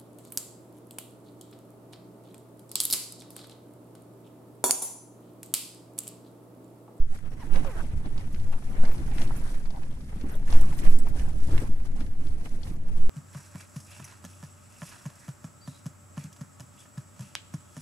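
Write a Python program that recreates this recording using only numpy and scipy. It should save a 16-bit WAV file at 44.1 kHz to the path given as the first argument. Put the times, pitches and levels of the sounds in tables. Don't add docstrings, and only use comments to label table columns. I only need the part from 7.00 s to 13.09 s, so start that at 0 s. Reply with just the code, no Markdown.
import sys
import numpy as np
from scipy import signal
from scipy.fft import rfft, irfft, next_fast_len
from scipy.io import wavfile
from scipy.ndimage import uniform_filter1d

SR = 44100
rng = np.random.default_rng(int(sys.argv[2]) if len(sys.argv) > 2 else 0)


def transcribe(u):
    v = np.clip(np.atleast_2d(u).T, -1, 1)
    q = np.round(v * 32767).astype(np.int16)
    wavfile.write(sys.argv[1], SR, q)


N = 268789

# frequency in Hz, relative strength in dB.
RUMBLE_COLOUR = [(11, -63), (18, -16), (25, -15), (43, -14.5), (140, -28), (180, -105), (310, -120)]
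THUD_COLOUR = [(65, -53), (110, 4.5), (279, -4), (474, -19), (550, -17.5), (720, -20), (1210, -120)]
RUSTLE_COLOUR = [(260, -4.5), (450, -1.5), (639, -6), (800, -3), (1000, -7.5), (1970, -12), (3300, -20),
                 (4290, -27), (7260, -120)]
HISS_COLOUR = [(800, -39), (1650, 1), (2800, -6.5), (5100, -3), (9500, -2), (11500, -5.5), (12600, -41),
               (14000, -52)]
TOP_HISS_COLOUR = [(8000, -55), (10500, -58), (12000, -4), (13500, -12), (15000, -12), (15800, -31),
                   (17000, -60)]
SWAY_COLOUR = [(1, -20), (3, 0), (8, 0), (16, -6), (24, -20), (40, -60), (80, -140)]
WASH_COLOUR = [(300, -23), (600, -9), (2000, -7), (4000, -21), (10000, -17), (12500, -22), (15500, -32)]
# frequency in Hz, likeness (1 same, 0 unrelated).
SIDE_LIKENESS = [(60, 0.94), (130, 1), (290, 0.84), (640, 0.25), (1410, -0.066), (3100, -0.21),
                 (6820, 0.23), (15000, -0.35)]
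# time in seconds, rumble level in dB.
GUST_LEVELS = [(0.0, -43), (0.69, -41.5), (0.81, -35), (0.94, -43.5), (1.16, -36.5), (1.92, -38.5),
               (2.0, -28.5), (2.19, -38.5), (2.84, -39.5), (3.11, -42), (3.25, -39.5), (3.63, -31.5),
               (3.78, -37), (3.95, -35), (4.47, -38), (4.54, -38), (5.52, -38.5), (6.04, -38.5)]
# middle in seconds, length in seconds, level in dB.
BUFFETS = [(0.056, 0.035, -62), (0.576, 0.15, -30), (0.956, 0.07, -32.5), (1.288, .07, -53),
           (1.456, 0.069, -53), (1.83, .09, -37), (1.91, 0.058, -32), (2.006, 0.067, -40),
           (2.157, 0.19, -38.5), (2.274, 0.18, -31.5), (3.272, 0.083, -31.5), (3.54, .08, -33),
           (3.712, 0.044, -32), (3.855, 0.069, -25), (4.174, 0.29, -35.5), (4.538, 0.13, -26),
           (5.03, .06, -34.5), (5.995, 0.11, -37.5)]
# start in seconds, level in dB, centre frequency in Hz.
FLAPS = [(0.554, -30, 185), (1.056, -23, 187), (1.834, -27, 188), (2.003, -27.5, 214), (2.154, -29.5, 190),
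         (2.22, -34, 240), (3.079, -37.5, 196), (3.16, -29.5, 172), (3.236, -25.5, 201), (3.61, -30.5, 175),
         (3.823, -29, 244), (3.911, -31.5, 220), (4.152, -45, 196), (4.197, -31.5, 176), (4.48, -23.5, 147),
         (4.618, -26.5, 315), (4.693, -29, 164), (4.53, -31, 200), (5.004, -27, 196), (5.25, -31, 190),
         (5.392, -55, 230), (5.704, -29, 194)]
# time in seconds, rustle level in dB, hiss level in dB.
CLOTH_LEVELS = [(0.0, -73, -69.5), (0.39, -60, -70.5), (0.64, -47, -57.5), (0.96, -55.5, -65),
                (1.56, -56, -61), (1.97, -48.5, -60.5), (2.36, -51, -62), (2.59, -64.5, -62.5),
                (2.95, -60, -64.5), (3.15, -67, -63), (3.43, -57, -66), (3.71, -50.5, -54.5),
                (4.21, -56, -65.5), (4.43, -55, -58.5), (4.99, -58.5, -69), (5.43, -58, -62),
                (5.92, -60, -71), (6.09, -55.5, -63)]
# middle in seconds, length in seconds, rustle level in dB,
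# hiss level in dB, left minus right in dB.
STROKES = [(0.144, 0.079, -61, -61.5, 0), (0.267, 0.043, -52.5, -69, 0), (0.33, 0.03, -55, -64, -2),
           (.43, 0.056, -54, -59.5, 1), (0.563, 0.058, -41, -54, -6), (0.67, 0.039, -46, -63, -1),
           (0.801, .06, -45, -56.5, -1), (0.925, 0.023, -55, -75, 2), (1.063, 0.025, -45.5, -77, 1),
           (1.197, 0.1, -53, -65, -2), (1.54, 0.025, -45.5, -63, -4), (1.77, 0.06, -47, -74, -1),
           (1.857, 0.074, -44, -58, -2), (1.95, 0.11, -58, -58, 2), (2.147, 0.17, -62, -59.5, 4),
           (2.217, 0.072, -44.5, -50, 3), (2.308, .04, -48.5, -56.5, 4), (2.36, 0.046, -54.5, -58, -3),
           (2.49, 0.17, -50, -55, 1), (2.78, 0.25, -55.5, -81, -1), (3.142, 0.078, -51, -76, 1),
           (3.241, 0.061, -52.5, -75, -4), (3.325, 0.07, -48.5, -62, 0), (3.534, 0.084, -41.5, -49.5, -1.5),
           (3.618, 0.13, -48, -69, 1), (3.724, 0.057, -60, -62, 7), (3.798, 0.022, -57, -48.5, -2),
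           (3.858, 0.043, -39.5, -52, -3.5), (3.933, 0.051, -50.5, -52.5, -1), (4.078, 0.041, -50, -58, 2),
           (4.195, 0.069, -46, -52.5, -1), (4.274, 0.06, -52, -63.5, -2), (4.454, 0.066, -65, -57, -1),
           (4.525, 0.057, -43, -56.5, 1), (4.588, 0.11, -46.5, -53.5, -0.5), (4.862, 0.03, -53, -59, -2),
           (5.003, 0.055, -49.5, -58, 0), (5.056, .04, -68, -62, -2), (5.257, 0.084, -58, -63, 2),
           (5.462, 0.031, -50, -57.5, -2), (5.677, 0.069, -51.5, -56.5, -2.5),
           (5.545, 0.076, -56.5, -63, 1), (5.89, 0.021, -55, -60, -1), (5.998, 0.12, -55.5, -61, 0)]
# start in seconds, then the levels of the crack, the bright tick and
# the lower body in dB, then left minus right in dB.
SNAPS = [(0.159, -49, -71, -49, 1), (0.3182, -56, -64, -46, -2.5), (0.5347, -45, -56, -51, -4),
         (0.5575, -35.5, -44.5, -53, -8), (0.6469, -53, -52, -34.5, 5), (1.058, -62, -50.5, -41.5, -2),
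         (1.1782, -49, -45, -41.5, 1), (1.3443, -44, -48.5, -68, 2), (1.3603, -46, -60, -61, -1.5),
         (1.5254, -56, -65, -42.5, 3), (1.5334, -43, -59, -42, 2), (1.6233, -49, -68, -45, -7),
         (1.8354, -62, -52, -31, -6), (1.914, -42, -59, -50, -2.5), (1.9794, -56, -50, -45.5, 4),
         (2.1144, -52, -53, -54, 6), (2.1824, -32, -43, -51, 0), (2.2169, -33.5, -38.5, -59, -4),
         (2.2747, -57, -47, -61, 3), (2.3074, -63, -63, -33.5, -9), (2.5421, -53, -59, -46.5, -16),
         (2.6559, -52, -52, -44.5, -4), (2.7043, -61, -47, -43.5, -1), (2.832, -45.5, -56, -49, 9),
         (3.2111, -48, -48, -60, 0), (3.4271, -55, -64, -44, -5), (3.4774, -44.5, -61, -45, 6),
         (3.5034, -45, -43, -60, 0), (3.5254, -37, -37, -33.5, -1), (3.6154, -56, -49, -47, -3),
         (3.7244, -39.5, -61, -52, -1), (3.7884, -40, -46.5, -56, -5), (3.8184, -58, -52, -55, 1),
         (3.8504, -39, -56, -53, -4), (3.8631, -39, -59, -54, -1), (4.0682, -63, -56, -36, -6),
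         (4.1944, -41, -48, -47, 0), (4.3054, -59, -55, -61, 3), (4.5084, -57, -58, -36.5, 7),
         (4.5321, -45, -55, -44, 4), (4.5775, -31.5, -44, -42, -8), (4.8015, -53, -62, -53, -6),
         (4.8658, -55, -60, -49, -3), (5.006, -46, -48, -39, 3), (5.0634, -50, -55, -63, 4),
         (5.2694, -48, -50, -66, 0), (5.4565, -39, -58, -52, 0), (5.6704, -49, -57, -58, 2)]
# frequency in Hz, seconds to fade by 60 dB.
PULL_TONES = [(5550, 0.022), (8150, 0.027), (9900, 0.049), (12780, 0.052), (13760, 0.045)]
# start in seconds, ring strength in dB, loudest tone in Hz,
# knock level in dB, left minus right in dB.
TINKLES = [(0.3062, -57, 5550, -62, -2), (0.3294, -57, 5550, -70, -1.5), (0.3995, -50, 5550, -65, 3),
           (0.6644, -55, 13760, -63, -2.5), (1.327, -62, 12780, -52, 5), (1.8974, -54, 13760, -71, 0.5),
           (1.9154, -48, 13760, -66, 7), (1.925, -51, 13760, -57, 4), (2.1524, -44, 8150, -62, -4),
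           (2.365, -40.5, 9900, -45, 1), (2.372, -46, 13760, -62, -1), (3.2819, -51, 8150, -61, -0.5),
           (3.3, -53, 5550, -66, 2), (3.3169, -48, 12780, -59, -1), (3.322, -52, 9900, -66, -1),
           (3.3528, -47, 12780, -46.5, -1.5), (3.5744, -44, 8150, -62, 1), (3.5848, -41, 5550, -50, 2),
           (3.6097, -43, 8150, -38.5, 0), (3.615, -47, 13760, -62, 6), (3.7653, -49, 13760, -73, -1.5),
           (3.896, -38.5, 12780, -55, 2), (3.9862, -32, 8150, -40, 0), (4.0857, -48, 12780, -48, -3),
           (4.2423, -49, 8150, -58, -1), (4.2714, -56, 8150, -65, -2), (4.6015, -37, 8150, -53, 8),
           (4.7745, -58, 12780, -68, -8), (5.7344, -53, 12780, -69, -3)]
# time in seconds, pitch in Hz, level in dB,
# step from one overtone to the next in dB.
SQUEAKS = [
    [(.105, 640, -69, -15.5), (.13, 730, -58, -17), (.16, 867, -59, -15)],
    [(2.105, 960, -60, -9), (2.12, 820, -51, -12), (2.135, 695, -53, -12)],
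    [(3.705, 1527, -52, -1), (3.72, 1077, -58, -16), (3.738, 745, -43.5, -6)],
    [(.385, 1045, -63, -8), (.41, 1025, -54, -6), (.435, 866, -47.5, -9), (.45, 810, -62, -15)],
    [(.645, 552, -61, -8), (.66, 535, -43, -21), (.69, 538.4, -41, -7.5), (.72, 414, -50, -2),
     (.75, 348.5, -52, -1.5), (.79, 327, -47, -3), (.82, 324, -44, 5)],
]
# middle in seconds, length in seconds, level in dB,
# centre frequency in Hz, left minus right in dB.
BRUSHES = [(.26, .07, -65, 1390, 1), (.79, 0.052, -46.5, 1320, 0), (2.19, 0.17, -55.5, 2240, 1),
           (2.47, 0.085, -56, 1380, -1), (2.76, 0.055, -48, 755, 2), (3.33, 0.084, -56.5, 1520, 5),
           (4.27, 0.067, -56, 824, 7), (4.655, .05, -53, 900, -2)]
# start in seconds, strength in dB, swing rate in Hz,
# direction (+1 inwards, -1 outwards).
HEAVES = [(0.493, -10.5, 8, 1), (1.77, -5, 5.83, -1), (2.171, -16, 6.65, 1), (3.52, -1.5, 6.8, 1),
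          (3.848, -1, 7.1, -1), (4.39, -9, 5.2, -1), (4.694, -12, 8.5, 1)]
# time in seconds, level in dB, left minus right in dB.
SWAY_LEVELS = [(0, -15.5, -1), (.35, -39, -10), (.7, -24.5, -9), (1.5, -24.5, 4.5), (1.85, -27, 0),
               (2.5, -21, -2.5), (3.1, -35.5, 1), (3.4, -23, 1.5), (3.75, -18.5, -2), (4.15, -20, -4),
               (4.6, -24, 3), (5.3, -23, -1.5), (5.7, -27.5, -2.5), (6.09, -15.5, -1)]

THUD_DB, WASH_DB = -8, -64
CLOTH_PAN_DB, TOP_HISS_DB = -1, -11.5
SMALL_SNAP_DB, SMALL_SPREAD_DB = [-4, -4, 2.5, 11], [1.4, 8.7, 3, 3]
OTHER_TONES_DB, OTHER_SPREAD_DB = -21, 3
TREBLE_LIMIT_HZ = 15700


def gusts():
    rumble_db = swells(*curves(GUST_LEVELS), *np.transpose(BUFFETS))
    thud_db = THUD_DB + rumble_db - 0.24 * (rumble_db - rumble_db.mean())
    rumble = noise(RUMBLE_COLOUR, size=4096, patchy_db=4.0, flicker_db=-0.2)
    thud = noise(THUD_COLOUR, size=1024, patchy_db=0.5, flicker_db=1.5)
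    return gain_of(rumble_db) * rumble + gain_of(thud_db) * thud


def flaps():
    out = np.zeros((2, N))
    for start, db, hz in FLAPS:
        white = rng.standard_normal((2, 4096))
        white = white[0] + 0.16 * white
        add(out, start, gain_of(db) * puff(white, hz, octaves=0.53, rise_s=0.0059, fade_s=0.074))
    return out


def rustling_nylon():
    rustle_db, hiss_db = curves(CLOTH_LEVELS)
    middle, length, stroke_db, swish_db, pan_db = np.transpose(STROKES)
    rustle = noise(RUSTLE_COLOUR, size=512, patchy_db=3.0, flicker_db=1.5)
    rustle += 0.31 * creases(RUSTLE_COLOUR, per_second=300, spread_db=4.7)
    hiss = noise(HISS_COLOUR, size=256, patchy_db=2.0, flicker_db=2.0)
    hiss += 0.67 * creases(HISS_COLOUR, per_second=400, spread_db=1.5)
    hiss += gain_of(TOP_HISS_DB) * noise(TOP_HISS_COLOUR, size=256, patchy_db=1.5, flicker_db=2.5)
    out = np.zeros((2, N))
    for sound, base_db, swell_db in (rustle, rustle_db, stroke_db), (hiss, hiss_db, swish_db):
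        for channel, side in enumerate((.5, -.5)):
            level_db = swells(base_db + side * CLOTH_PAN_DB, middle, length, swell_db + side * pan_db)
            out[channel] += gain_of(level_db) * sound[channel]
    return out


def creases(colour, per_second, spread_db):
    sizes = gain_of(spread_db * np.minimum(rng.exponential(1, (2, N)), 5))
    hits = sizes * (rng.random((2, N)) < per_second / SR)
    hits = hits + 1.7 * hits[::-1]
    click = rng.standard_normal((2, 256)) * np.exp(-np.arange(256) / 25.0)
    pops = signal.oaconvolve(hits, click, axes=1)[:, :N]
    span = next_fast_len(N)
    tone_gain = gain_of(look_up(colour, np.fft.rfftfreq(span, 1 / SR)))
    return evened(irfft(rfft(pops, span) * tone_gain, span)[:, :N])


def snaps():
    out = np.zeros((2, N))
    rustle_db, _ = curves(CLOTH_LEVELS)
    when = rng.integers(N, size=24)
    small_snaps = np.c_[when / SR, SMALL_SNAP_DB + SMALL_SPREAD_DB * rng.standard_normal((24, 4))]
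    small_snaps[:, 1:4] += rustle_db[when, None]
    for start, crack_db, tick_db, body_db, pan_db in [*SNAPS, *small_snaps]:
        crack, tick, body = rng.standard_normal((3, 2, 2048))
        body = body[0] + 1.4 * body
        snap = gain_of(crack_db) * puff(crack, hz=1840, octaves=0.54, rise_s=0.00079, fade_s=0.028)
        snap += gain_of(tick_db) * puff(tick, hz=4050, octaves=0.48, rise_s=0.00034, fade_s=0.038)
        snap += gain_of(body_db) * puff(body, hz=660, octaves=0.7, rise_s=0.0006, fade_s=0.028)
        add(out, start, sides(pan_db) * snap)
    return out


def zip_pulls():
    out, t = np.zeros((2, N)), np.arange(4096) / SR
    for start, ring_db, loudest_hz, knock_db, pan_db in TINKLES:
        when, size = rng.random((2, 2, 14))
        bounces = np.zeros((2, 4096))
        np.put_along_axis(bounces, (when * 0.023 * SR).astype(int), (1.3 - when) * (size - .5), axis=1)
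        bounces[:, 0] = 0.2
        tones_db = ring_db + OTHER_TONES_DB + OTHER_SPREAD_DB * rng.standard_normal(len(PULL_TONES))
        tones_db[np.argmin(abs(np.transpose(PULL_TONES)[0] - loudest_hz))] = ring_db
        ring = sum(gain_of(db - 60 * t / fade_s) * np.sin(2 * np.pi * hz * t)
                   for (hz, fade_s), db in zip(PULL_TONES, tones_db))
        rattle = signal.fftconvolve(bounces, ring[None], axes=1)[:, :4096]
        knock = puff(rng.standard_normal((2, 4096)), hz=9100, octaves=0.58, rise_s=.0001, fade_s=0.03)
        add(out, start, sides(pan_db) * (rattle + gain_of(knock_db) * knock))
    return out


def squeaks():
    out = np.zeros(N)
    for rows in SQUEAKS:
        times, *values = np.transpose(rows)
        t = np.arange(times[0], times[-1], 1 / SR)
        hz, level_db, step_db = (np.interp(t, times, v) for v in values)
        wobble = 0.63 * uniform_filter1d(rng.standard_normal(len(t)), size=150)
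        cycles = np.cumsum(hz * (1 + wobble)) / SR
        slips = sum(gain_of(step_db * k) * np.cos(2 * np.pi * (k + 1) * cycles) for k in range(5))
        slips /= np.sqrt(sum(gain_of(2 * step_db * k) for k in range(5)) / 2)
        add(out, times[0], gain_of(level_db) * slips * signal.windows.tukey(len(t), .15))
    return sides(pan_db=-3) * out


def sleeping_bag():
    out, t = np.zeros((2, N)), np.arange(-8192, 8192) / SR
    for middle, length, db, hz, pan_db in BRUSHES:
        hollow = band(rng.standard_normal((2, len(t))), hz, octaves=0.31)
        swell = np.exp(-(2 * t / length) ** 4)
        add(out, middle + t[0], sides(pan_db) * gain_of(db) * hollow * swell)
    return out


def heaving_walls():
    sway_db, pan_db = curves(SWAY_LEVELS)
    sway = noise(SWAY_COLOUR, size=32768, patchy_db=-0.5, flicker_db=0.5) * gain_of(sway_db)
    swings, t = np.zeros(N), np.arange(SR // 2) / SR
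    for start, db, hz, direction in HEAVES:
        cycles = hz * t
        rise_and_fall = (1 - np.exp(-cycles / 0.2)) * np.exp(-(cycles / 0.87) ** 4)
        add(swings, start, direction * gain_of(db) * np.sin(2 * np.pi * cycles) * rise_and_fall)
    return (sway + swings) * sides(pan_db)


def outside_wind():
    return gain_of(WASH_DB) * noise(WASH_COLOUR, size=512, patchy_db=1.0, flicker_db=6.0)


def noise(colour, size, patchy_db, flicker_db):
    frames, hz = 4 * N // size + 5, np.fft.rfftfreq(size, 1 / SR)
    a, b, c, d, patches = (rng.standard_normal((frames, len(hz))).T for _ in range(5))
    patches = evened(uniform_filter1d(uniform_filter1d(patches, size=8, axis=0), size=6, axis=1))
    flicker = evened(uniform_filter1d(rng.standard_normal(frames), size=5))
    likeness = np.clip(look_up(SIDE_LIKENESS, hz), -1, 1)[:, None]
    left = a + 1j * b
    right = likeness * left + np.sqrt(1 - likeness ** 2) * (c + 1j * d)
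    level_db = look_up(colour, hz)[:, None] + patchy_db * patches + flicker_db * flicker
    spectra = np.array([left, right]) * gain_of(level_db)
    return evened(signal.istft(spectra, nperseg=size, noverlap=3 * size // 4)[1][:, :N])


def band(white, hz, octaves):
    f = np.fft.rfftfreq(white.shape[-1], 1 / SR)
    return evened(irfft(rfft(white) * np.exp(-.5 * (np.log2((f + 1) / hz) / octaves) ** 2)))


def puff(white, hz, octaves, rise_s, fade_s):
    t = np.arange(white.shape[-1]) / SR
    return band(white, hz, octaves) * (1 - np.exp(-t / rise_s)) * gain_of(-60 * t / fade_s)


def swells(base_db, middle, length, db):
    t = np.arange(0, N + 64, 64) / SR
    bells = gain_of(db[:, None]) ** 2 * np.exp(-(2 * (t - middle[:, None]) / length[:, None]) ** 2)
    return 10 * np.log10(gain_of(base_db) ** 2 + np.interp(np.arange(N) / SR, t, bells.sum(0)))


def gain_of(db):
    return 10 ** (np.asarray(db) / 20)


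def evened(x):
    return x / np.sqrt(np.mean(x ** 2) + 1e-20)


def look_up(rows, hz):
    f, value = np.transpose(rows)
    return np.interp(np.log(hz + 1), np.log(f + 1), value)


def curves(rows):
    times, *values = np.transpose(rows)
    return [np.interp(np.arange(N) / SR, times, v) for v in values]


def sides(pan_db):
    return gain_of(np.vstack([pan_db / 2, -pan_db / 2]))


def add(mix, start, sound):
    part = mix[..., round(start * SR):][..., :sound.shape[-1]]
    part += sound[..., :part.shape[-1]]


def scene():
    return (squeaks() + heaving_walls() + gusts() + outside_wind() + flaps()
            + rustling_nylon() + snaps() + sleeping_bag() + zip_pulls())


def record(dry):
    low_pass = signal.firwin(1023, TREBLE_LIMIT_HZ, window=("kaiser", 9), fs=SR)
    return signal.oaconvolve(dry, low_pass[None], "same", axes=1)


dry = scene()
out = record(dry)
transcribe(out)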